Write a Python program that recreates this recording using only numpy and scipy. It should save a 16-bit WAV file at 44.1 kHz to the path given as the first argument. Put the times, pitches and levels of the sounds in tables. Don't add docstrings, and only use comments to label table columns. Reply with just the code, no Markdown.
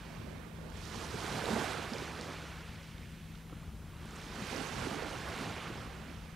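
import sys
import numpy as np
from scipy import signal
from scipy.fft import rfft, irfft, next_fast_len
from scipy.io import wavfile
from scipy.ndimage import uniform_filter1d, map_coordinates

SR = 44100
rng = np.random.default_rng(int(sys.argv[2]) if len(sys.argv) > 2 else 0)


def natural_amplitude(level_db):
    exponent = np.asarray(level_db, float) / 20
    return 10 ** exponent


def waveform_to_disk(signal):
    frames = np.transpose(np.atleast_2d(signal))
    scaled = np.clip(frames, -1, 1) * 32767
    samples = np.round(scaled).astype(np.int16)
    wavfile.write(sys.argv[1], SR, samples)


N = 280035

# time in seconds, strength in dB, froth on top in dB, left minus right in dB.
WAVE = [(0.0, -57.5, -6.5, -8.5), (0.17, -56.5, -10, -13), (0.64, -61.5, -14, -16), (0.78, -56.5, -3, -11),
        (1.05, -49.5, -4, -8.5), (1.38, -43.5, -5.5, -8), (1.64, -41.5, -7, -8.5), (1.86, -47, -7, -7),
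        (2.3, -49.5, -7.5, -4), (2.55, -55, -6.5, -3.5), (3.3, -67, -3.5, -6), (3.55, -61.5, -9.5, -3.5),
        (3.92, -62, -11.5, -2.5), (4.2, -53.5, -4.5, -5.5), (4.58, -46, -4.5, -12), (5.05, -46, -9, -7),
        (5.5, -46, -8, -5.5), (6.35, -62, -8, -9)]
FULL_DB = -45.5


def unit(x):
    return x / np.sqrt(np.mean(x ** 2) + 1e-20)


def curves(rows):
    s, *cols = np.transpose(rows)
    return [np.interp(np.arange(N) / SR, s, c) for c in cols]


def wobble(rate):
    knots = rng.standard_normal(int(N * 40 / SR))
    return map_coordinates(knots, [np.arange(N) * rate / SR])


def coloured(x, spectrum):
    m = next_fast_len(N + 8192)
    hz, db = np.transpose(spectrum)
    bins = np.log(np.fft.rfftfreq(m, 1 / SR) + 1)
    gain = natural_amplitude(np.interp(bins, np.log(hz), db, left=-120, right=-120))
    return unit(irfft(rfft(x, m) * gain, m)[:N])


def patches(shape, frames_size):
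    field = uniform_filter1d(rng.standard_normal(shape), size=8, axis=0)
    return unit(uniform_filter1d(field, size=frames_size, axis=1))


def rush(patchy_db):
    z = signal.stft(rng.standard_normal(N + 512), nperseg=512)[2]
    gain = natural_amplitude(patchy_db * patches(z.shape, 6))
    return signal.istft(z * gain, nperseg=512)[1][:N]


def rings(s, size, hz, t60, rise, length):
    t, hz, t60 = (np.float32(v) for v in (np.arange(length) / SR, hz, t60))
    age = t / t60[:, None]
    tone = np.sin(2 * np.pi * hz[:, None] * t * (1 + rise * age))
    decay = np.exp(-np.float32(np.log(1000)) * age)
    ring = tone * decay * (1 - np.exp(-18 * age))
    at = (s * SR).astype(int)[:, None] + np.arange(length)
    return np.bincount(at.ravel(), (size[:, None] * ring).ravel(), N + length)[:N]


def foam(spectrum, centre_hz, cycles, spread_db, share, patchy_db, count, size):
    draw = rng.random((count, 3))
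    hz = centre_hz * 2 ** (2 * draw[:, 1] - 1)
    strength = natural_amplitude(-spread_db * np.log(1.003 - draw[:, 2]))
    bubbles = rings(draw[:, 0] * N / SR, strength, hz, cycles / hz, rise=0.25, length=size)
    share = np.clip(share, 0, 1)
    mix = np.sqrt(share) * unit(bubbles) + np.sqrt(1 - share) * unit(rush(patchy_db))
    return coloured(mix, spectrum)


def placed(x, pan_db):
    left = 1 / (1 + natural_amplitude(-pan_db))
    return 2 * np.array([left * x, (1 - left) * x])


def strewn(x, pan_db, spread_db):
    z = signal.stft(placed(x, pan_db), nperseg=1024)[2]
    lean = natural_amplitude(spread_db * patches(z.shape[1:], 24))
    return signal.istft(z * [lean, 1 / np.sqrt(lean)], nperseg=1024)[1][:, :N]


def swells(s, heights, length, rise_share):
    coarse = np.arange(0, N + 128, 128)
    late = (coarse / SR - s[:, None]) / np.abs(length)[:, None]
    sums = heights @ np.exp(-np.where(late < 0, late / rise_share, late) ** 2)
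    return [np.interp(np.arange(N), coarse, row) for row in sums]


def water():
    # time in seconds, swell in dB, froth in dB, draining in dB, length in seconds.
    surges = [(0.42, -0.7, -1, 1, 0.08), (0.76, 0.5, 1, 0.6, 0.027), (0.88, 0.7, 1, -3, 0.067),
              (1.034, 2.5, 0, -5, 0.04), (1.164, -1.9, 1, -4.5, 0.073), (1.264, -0.3, 1.5, 0, 0.032),
              (2.02, -0.2, 2.3, 2, 0.06), (2.132, -1, -0.5, -2, 0.036), (2.713, -0.6, 0, 1.5, 0.1),
              (2.9, -1.5, 2, 0.3, 0.071), (3.1, -0.5, 1, 1, 0.088), (3.454, -2.5, -0.3, -4.5, 0.03),
              (3.76, -1.8, -1, -7, 0.1), (4.05, 0.5, 2.5, 2, 0.06), (4.188, 0.2, 0, 1.5, 0.04),
              (4.305, -2.2, 0, -2, 0.066), (4.474, -1.8, 2.8, 2.7, 0.072), (4.705, -1.1, -0.5, 0.5, 0.065),
              (4.9, -0.8, 2.5, 0.8, 0.074), (5.21, -3.5, 3.5, 0.5, 0.051), (5.395, -0.4, 2, 2.3, 0.06),
              (5.618, 0, -1.2, 2, 0.06), (5.9, -0.5, -0.5, -1, 0.082), (6.07, 2, -2, -0.3, 0.05)]
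    s, *heights, length = np.transpose(surges)
    swell_db, foam_db, drain_db = swells(s, np.array(heights), length, rise_share=0.96)
    wash_db, froth_db, pan_db = curves(WAVE)
    return wash_db + swell_db, froth_db + foam_db, drain_db, pan_db


def falls():
    # time in seconds, plunge in dB, thud in dB, length in seconds, left minus right in dB.
    crests = [(0.22, -53.5, -52.5, 0.18, -19), (0.63, -55, -58, 0.11, -14), (0.97, -56, -49, 0.053, -19),
              (1.154, -49, -46.5, 0.046, -14), (1.318, -45.5, -43.5, 0.081, -7),
              (1.506, -39.5, -45.5, 0.12, -9), (1.743, -47.5, -47, 0.087, -15),
              (1.956, -47, -49.5, 0.063, -10), (2.22, -52.5, -58, 0.11, -8), (3.04, -65, -53.5, 0.1, 0),
              (3.645, -72, -56.5, 0.082, 2), (4.348, -56, -54, 0.2, 12), (4.56, -46, -49.5, 0.089, -8),
              (4.79, -49.5, -46, 0.12, -19), (4.94, -45, -55, 0.087, -11), (5.14, -49.5, -65, 0.044, -11),
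              (5.32, -49, -62, 0.03, -6), (5.44, -52, -45.5, 0.07, -11), (5.71, -53, -50.5, 0.13, -4),
              (6.04, -70, -50.5, 0.072, -4)]
    s, plunge_db, thud_db, length, place_db = np.transpose(crests)
    plunge = natural_amplitude(2 * plunge_db)
    heights = np.array([plunge, place_db * plunge, natural_amplitude(2 * thud_db)])
    return swells(s, heights, length, rise_share=0.56)


def drone():
    # time in seconds, strength in dB.
    wind = [(0.0, -51.5), (0.6, -50.5), (1.13, -51), (1.3, -53.5), (2.0, -53.5), (2.9, -52), (3.35, -50.5),
            (4.1, -50), (4.2, -53), (5.0, -53), (5.1, -49.5), (5.3, -49), (5.5, -53), (5.8, -50.5),
            (6.35, -52.5)]
    # frequency in Hz, level in dB per Hz.
    rumble_colour = [(13, -41), (22, -15), (45, -1.5), (70, 2.5), (130, -5.5), (165, -11.5), (220, -7.5),
                     (260, -27.5), (330, -27), (450, -46)]
    # frequency in Hz, width in Hz, level in dB rms.
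    engine = [
        (162, 1.2, -53),
        (218, 5, -63),
        (72, 12, -63),
    ]
    gusts = natural_amplitude(curves(wind)[0] + 1.5 + 0.25 * wobble(4.23))
    rumble = gusts * coloured(rng.standard_normal(N), rumble_colour)
    t = np.arange(N) / SR
    for hz, width, db in engine:
        drift = np.cumsum(width * 0.362 * wobble(16)) / SR
        level = natural_amplitude(db + 2 + 0.32 * wobble(3.5))
        rumble = rumble + level * np.sin(2 * np.pi * (hz * t + drift))
    apart = natural_amplitude(-88.0) * coloured(rng.standard_normal(N), rumble_colour)
    return placed(rumble, pan_db=3.0) + apart * [[1], [-1]]


def backdrop():
    # frequency in Hz, level in dB per Hz.
    wide_colour = [(200, -14), (300, -6), (600, -18), (1500, -22), (3000, -23), (5000, -17), (7300, -11),
                   (7900, -45)]
    # frequency in Hz, level in dB per Hz.
    hiss_colour = [(300, -19), (3000, -0.5), (7000, -6), (9000, -4), (12800, -7.5), (15700, -9.5)]
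    wide = natural_amplitude(-75.5) * coloured(rush(patchy_db=-1.0), wide_colour)
    hiss = natural_amplitude(-66.5) * coloured(rng.standard_normal(N), hiss_colour)
    return wide * [[1], [-1]] + placed(hiss, pan_db=-0.3)


def scatter():
    noise = coloured(rng.standard_normal(N), [(250, 1), (1000, -6), (15000, -57)])
    return natural_amplitude(water()[0] - 29) * noise * [[1], [-1]]


def ticks():
    # time in seconds, peak in dB, pitch in Hz.
    clicks = [(0.3819, -52, 3470), (0.7012, -51, 6400), (0.7731, -50, 7510), (0.8542, -42, 5880),
              (0.9585, -43, 5470), (1.457, -31.5, 3780), (1.9359, -34, 4950), (1.9838, -37, 4940),
              (2.211, -38.5, 4300), (2.212, -38, 5300), (2.2125, -42, 7690), (2.2332, -45, 4980),
              (2.9816, -49, 3720), (3.032, -47, 2200), (3.3547, -50, 3440), (3.3515, -54, 5230),
              (3.3751, -54, 5200), (3.4972, -52, 2710), (3.6159, -57, 7690), (3.9675, -53, 3620),
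              (4.0569, -49, 9240), (4.0906, -52, 7330), (4.109, -46, 6560), (4.1574, -46, 8120),
              (4.1606, -48, 6060), (4.1656, -46, 6900), (4.216, -44, 3520), (4.3574, -46, 7230),
              (4.5637, -36, 5330), (5.2887, -44, 10420)]
    s, db, hz = np.transpose(clicks)
    t60 = 14.0 / hz
    return placed(rings(s, natural_amplitude(db + 10.0), hz, t60, rise=0.075, length=400), water()[3])


def plops():
    # time in seconds, peak in dB, pitch in Hz, left minus right in dB.
    pockets = [(0.243, -38, 247, -10), (0.945, -35, 935, -13), (1.141, -30, 400, -10),
               (1.2433, -32.5, 380, -9), (1.439, -28.5, 463, -10), (1.5018, -28, 198, -4),
               (1.5296, -23, 207, -4), (1.5612, -26, 220, -5), (1.9194, -29, 222, -5),
               (2.0195, -32, 360, -7), (3.3485, -45, 1300, -9), (3.4967, -47, 1200, -1),
               (3.529, -41, 1170, -1), (3.5267, -38.5, 292, 0), (3.5238, -42.5, 475, -4),
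               (3.53, -58, 760, -2), (3.631, -46, 1100, -3), (3.817, -48, 1380, -1),
               (3.934, -44.5, 1000, -4), (4.131, -44, 403, -3), (4.3828, -34.5, 227, 2),
               (4.418, -33, 184, 4), (4.523, -32.5, 218, 2), (4.555, -39, 300, -4), (4.61, -34, 262, -8),
               (4.8688, -29, 354, -12), (4.871, -32, 250, -3), (4.9136, -29, 195, -1),
               (5.0227, -30.5, 467, -13), (5.41, -34.5, 250, -6)]
    s, db, hz, pan_db = np.transpose(pockets)
    t60 = 0.04 * (300 / hz) ** 0.84
    sides = placed(natural_amplitude(db + 3.5), pan_db)
    return np.array([rings(s, size, hz, t60, rise=0.12, length=4000) for size in sides])


def backwash():
    # frequency in Hz, level in dB per Hz.
    trickle_colour = [(800, -15), (1700, -2.5), (2300, 1), (3200, -2), (4200, -8.5), (7500, -45)]
    lag_s = 0.043
    wash_db, froth_db, pan_db = curves(np.array(WAVE) + [lag_s, 0, 0, 0])
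    db = -46 + 0.71 * (wash_db - FULL_DB) + 0.62 * froth_db + water()[2]
    trickle = foam(trickle_colour, centre_hz=2538, cycles=34.6, spread_db=2.0, share=0.084,
                   patchy_db=1.0, count=9000, size=400)
    return strewn(natural_amplitude(db + 0.65 * wobble(11)) * trickle, 0.87 * pan_db + 1.5, spread_db=-0.5)


def gurgle():
    # frequency in Hz, level in dB per Hz.
    gurgle_colour = [(420, -20), (620, -6.5), (800, -1.5), (1000, -11), (1500, -31)]
    wash_db, _, _, pan_db = water()
    lumps_db = -54.5 + 1.83 * (wash_db - FULL_DB) + 1.5 * wobble(14)
    bubbles = foam(gurgle_colour, centre_hz=817, cycles=14.5, spread_db=2.0, share=0.47,
                   patchy_db=3.0, count=1200, size=1200)
    return placed(natural_amplitude(lumps_db) * bubbles, pan_db - 5.5)


def crest():
    # frequency in Hz, level in dB per Hz.
    plunge_colour = [(120, -57), (200, -7), (300, -1.5), (450, 0.5), (700, -3.5), (1200, -8)]
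    # frequency in Hz, level in dB per Hz.
    thud_colour = [(60, -50), (100, 0.5), (140, -0.5), (200, -3.5), (300, -7)]
    wash_db, _, _, pan_db = water()
    fall, place, landing = falls()
    churn = natural_amplitude(2 * (-48 + 0.83 * (wash_db - FULL_DB)))
    power = churn + fall
    lean_db = (churn * (0.66 * pan_db - 2) + place) / power
    bubbles = foam(plunge_colour, centre_hz=322.0, cycles=12.1, spread_db=0.1, share=0.059,
                   patchy_db=1.0, count=1500, size=1600)
    far_thuds = natural_amplitude(2 * -59.5)
    thud = np.sqrt(far_thuds + landing) * coloured(rng.standard_normal(N), thud_colour)
    return placed(np.sqrt(power) * bubbles, lean_db) + placed(thud, pan_db=2.0)


def waves():
    # frequency in Hz, level in dB per Hz.
    wash_colour = [(330, -6.5), (650, -5.5), (800, -2.5), (1050, 0.5), (1500, 2), (2200, -5), (4500, -12.5)]
    fizz_colour = [(2200, -8), (3600, -3), (4800, -1.5), (6200, -3), (8000, -13.5), (11000, -40)]
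    spray_colour = [(4500, -34), (7000, -2.5), (9000, -3.5), (12000, -9), (15500, -25)]
    surf_colour = [(200, 4), (300, -1.5), (600, -10), (2000, -15), (4000, -20), (8000, -22.5)]
    wash_db, froth_db, _, pan_db = water()
    over_db = wash_db - FULL_DB
    thrown = falls()[0]
    surge = natural_amplitude(0.46 * wobble(12) + 0.11 * wobble(30))
    sputter = 0.5 * wobble(5.3) + 0.58 * wobble(38)

    wash = foam(wash_colour, centre_hz=1200, cycles=33.7, spread_db=0.0, share=0.096,
                patchy_db=0.94, count=5000, size=900)
    wash = np.sqrt(natural_amplitude(2 * wash_db) + natural_amplitude(2 * -15.5) * thrown) * wash
    fizz = foam(fizz_colour, centre_hz=5010, cycles=8.5, spread_db=2.0, share=0.24,
                patchy_db=2.0, count=15000, size=200)
    fizz = np.sqrt(natural_amplitude(2 * (wash_db + froth_db)) + natural_amplitude(2 * -16) * thrown) * natural_amplitude(sputter) * fizz
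    spray = foam(spray_colour, centre_hz=9440, cycles=9.0, spread_db=3.5, share=0.27,
                 patchy_db=1.0, count=25000, size=80)
    spray = natural_amplitude(-51.5 + 1.24 * over_db + 1.14 * froth_db + sputter) * spray
    surf = natural_amplitude(-66) * coloured(rush(patchy_db=2.2), surf_colour)

    body = strewn(surge * wash + surf, 1.17 * pan_db + 0.11 * over_db + 0.8, spread_db=1.4)
    froth = placed(surge * fizz, 0.87 * pan_db - 0.6)
    mist = strewn(surge * spray, 1.03 * pan_db - 0.1 * over_db - 0.9, spread_db=-1.5)
    return body + froth + mist


def scene():
    background = drone() + backdrop() + scatter()
    details = ticks() + plops() + backwash()
    return background + details + gurgle() + crest() + waves()


def low_pass(x):
    return signal.sosfilt(signal.butter(12, 15660, fs=SR, output="sos"), x)


def record(dry):
    return low_pass(dry)


dry = scene()
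out = record(dry)
waveform_to_disk(out)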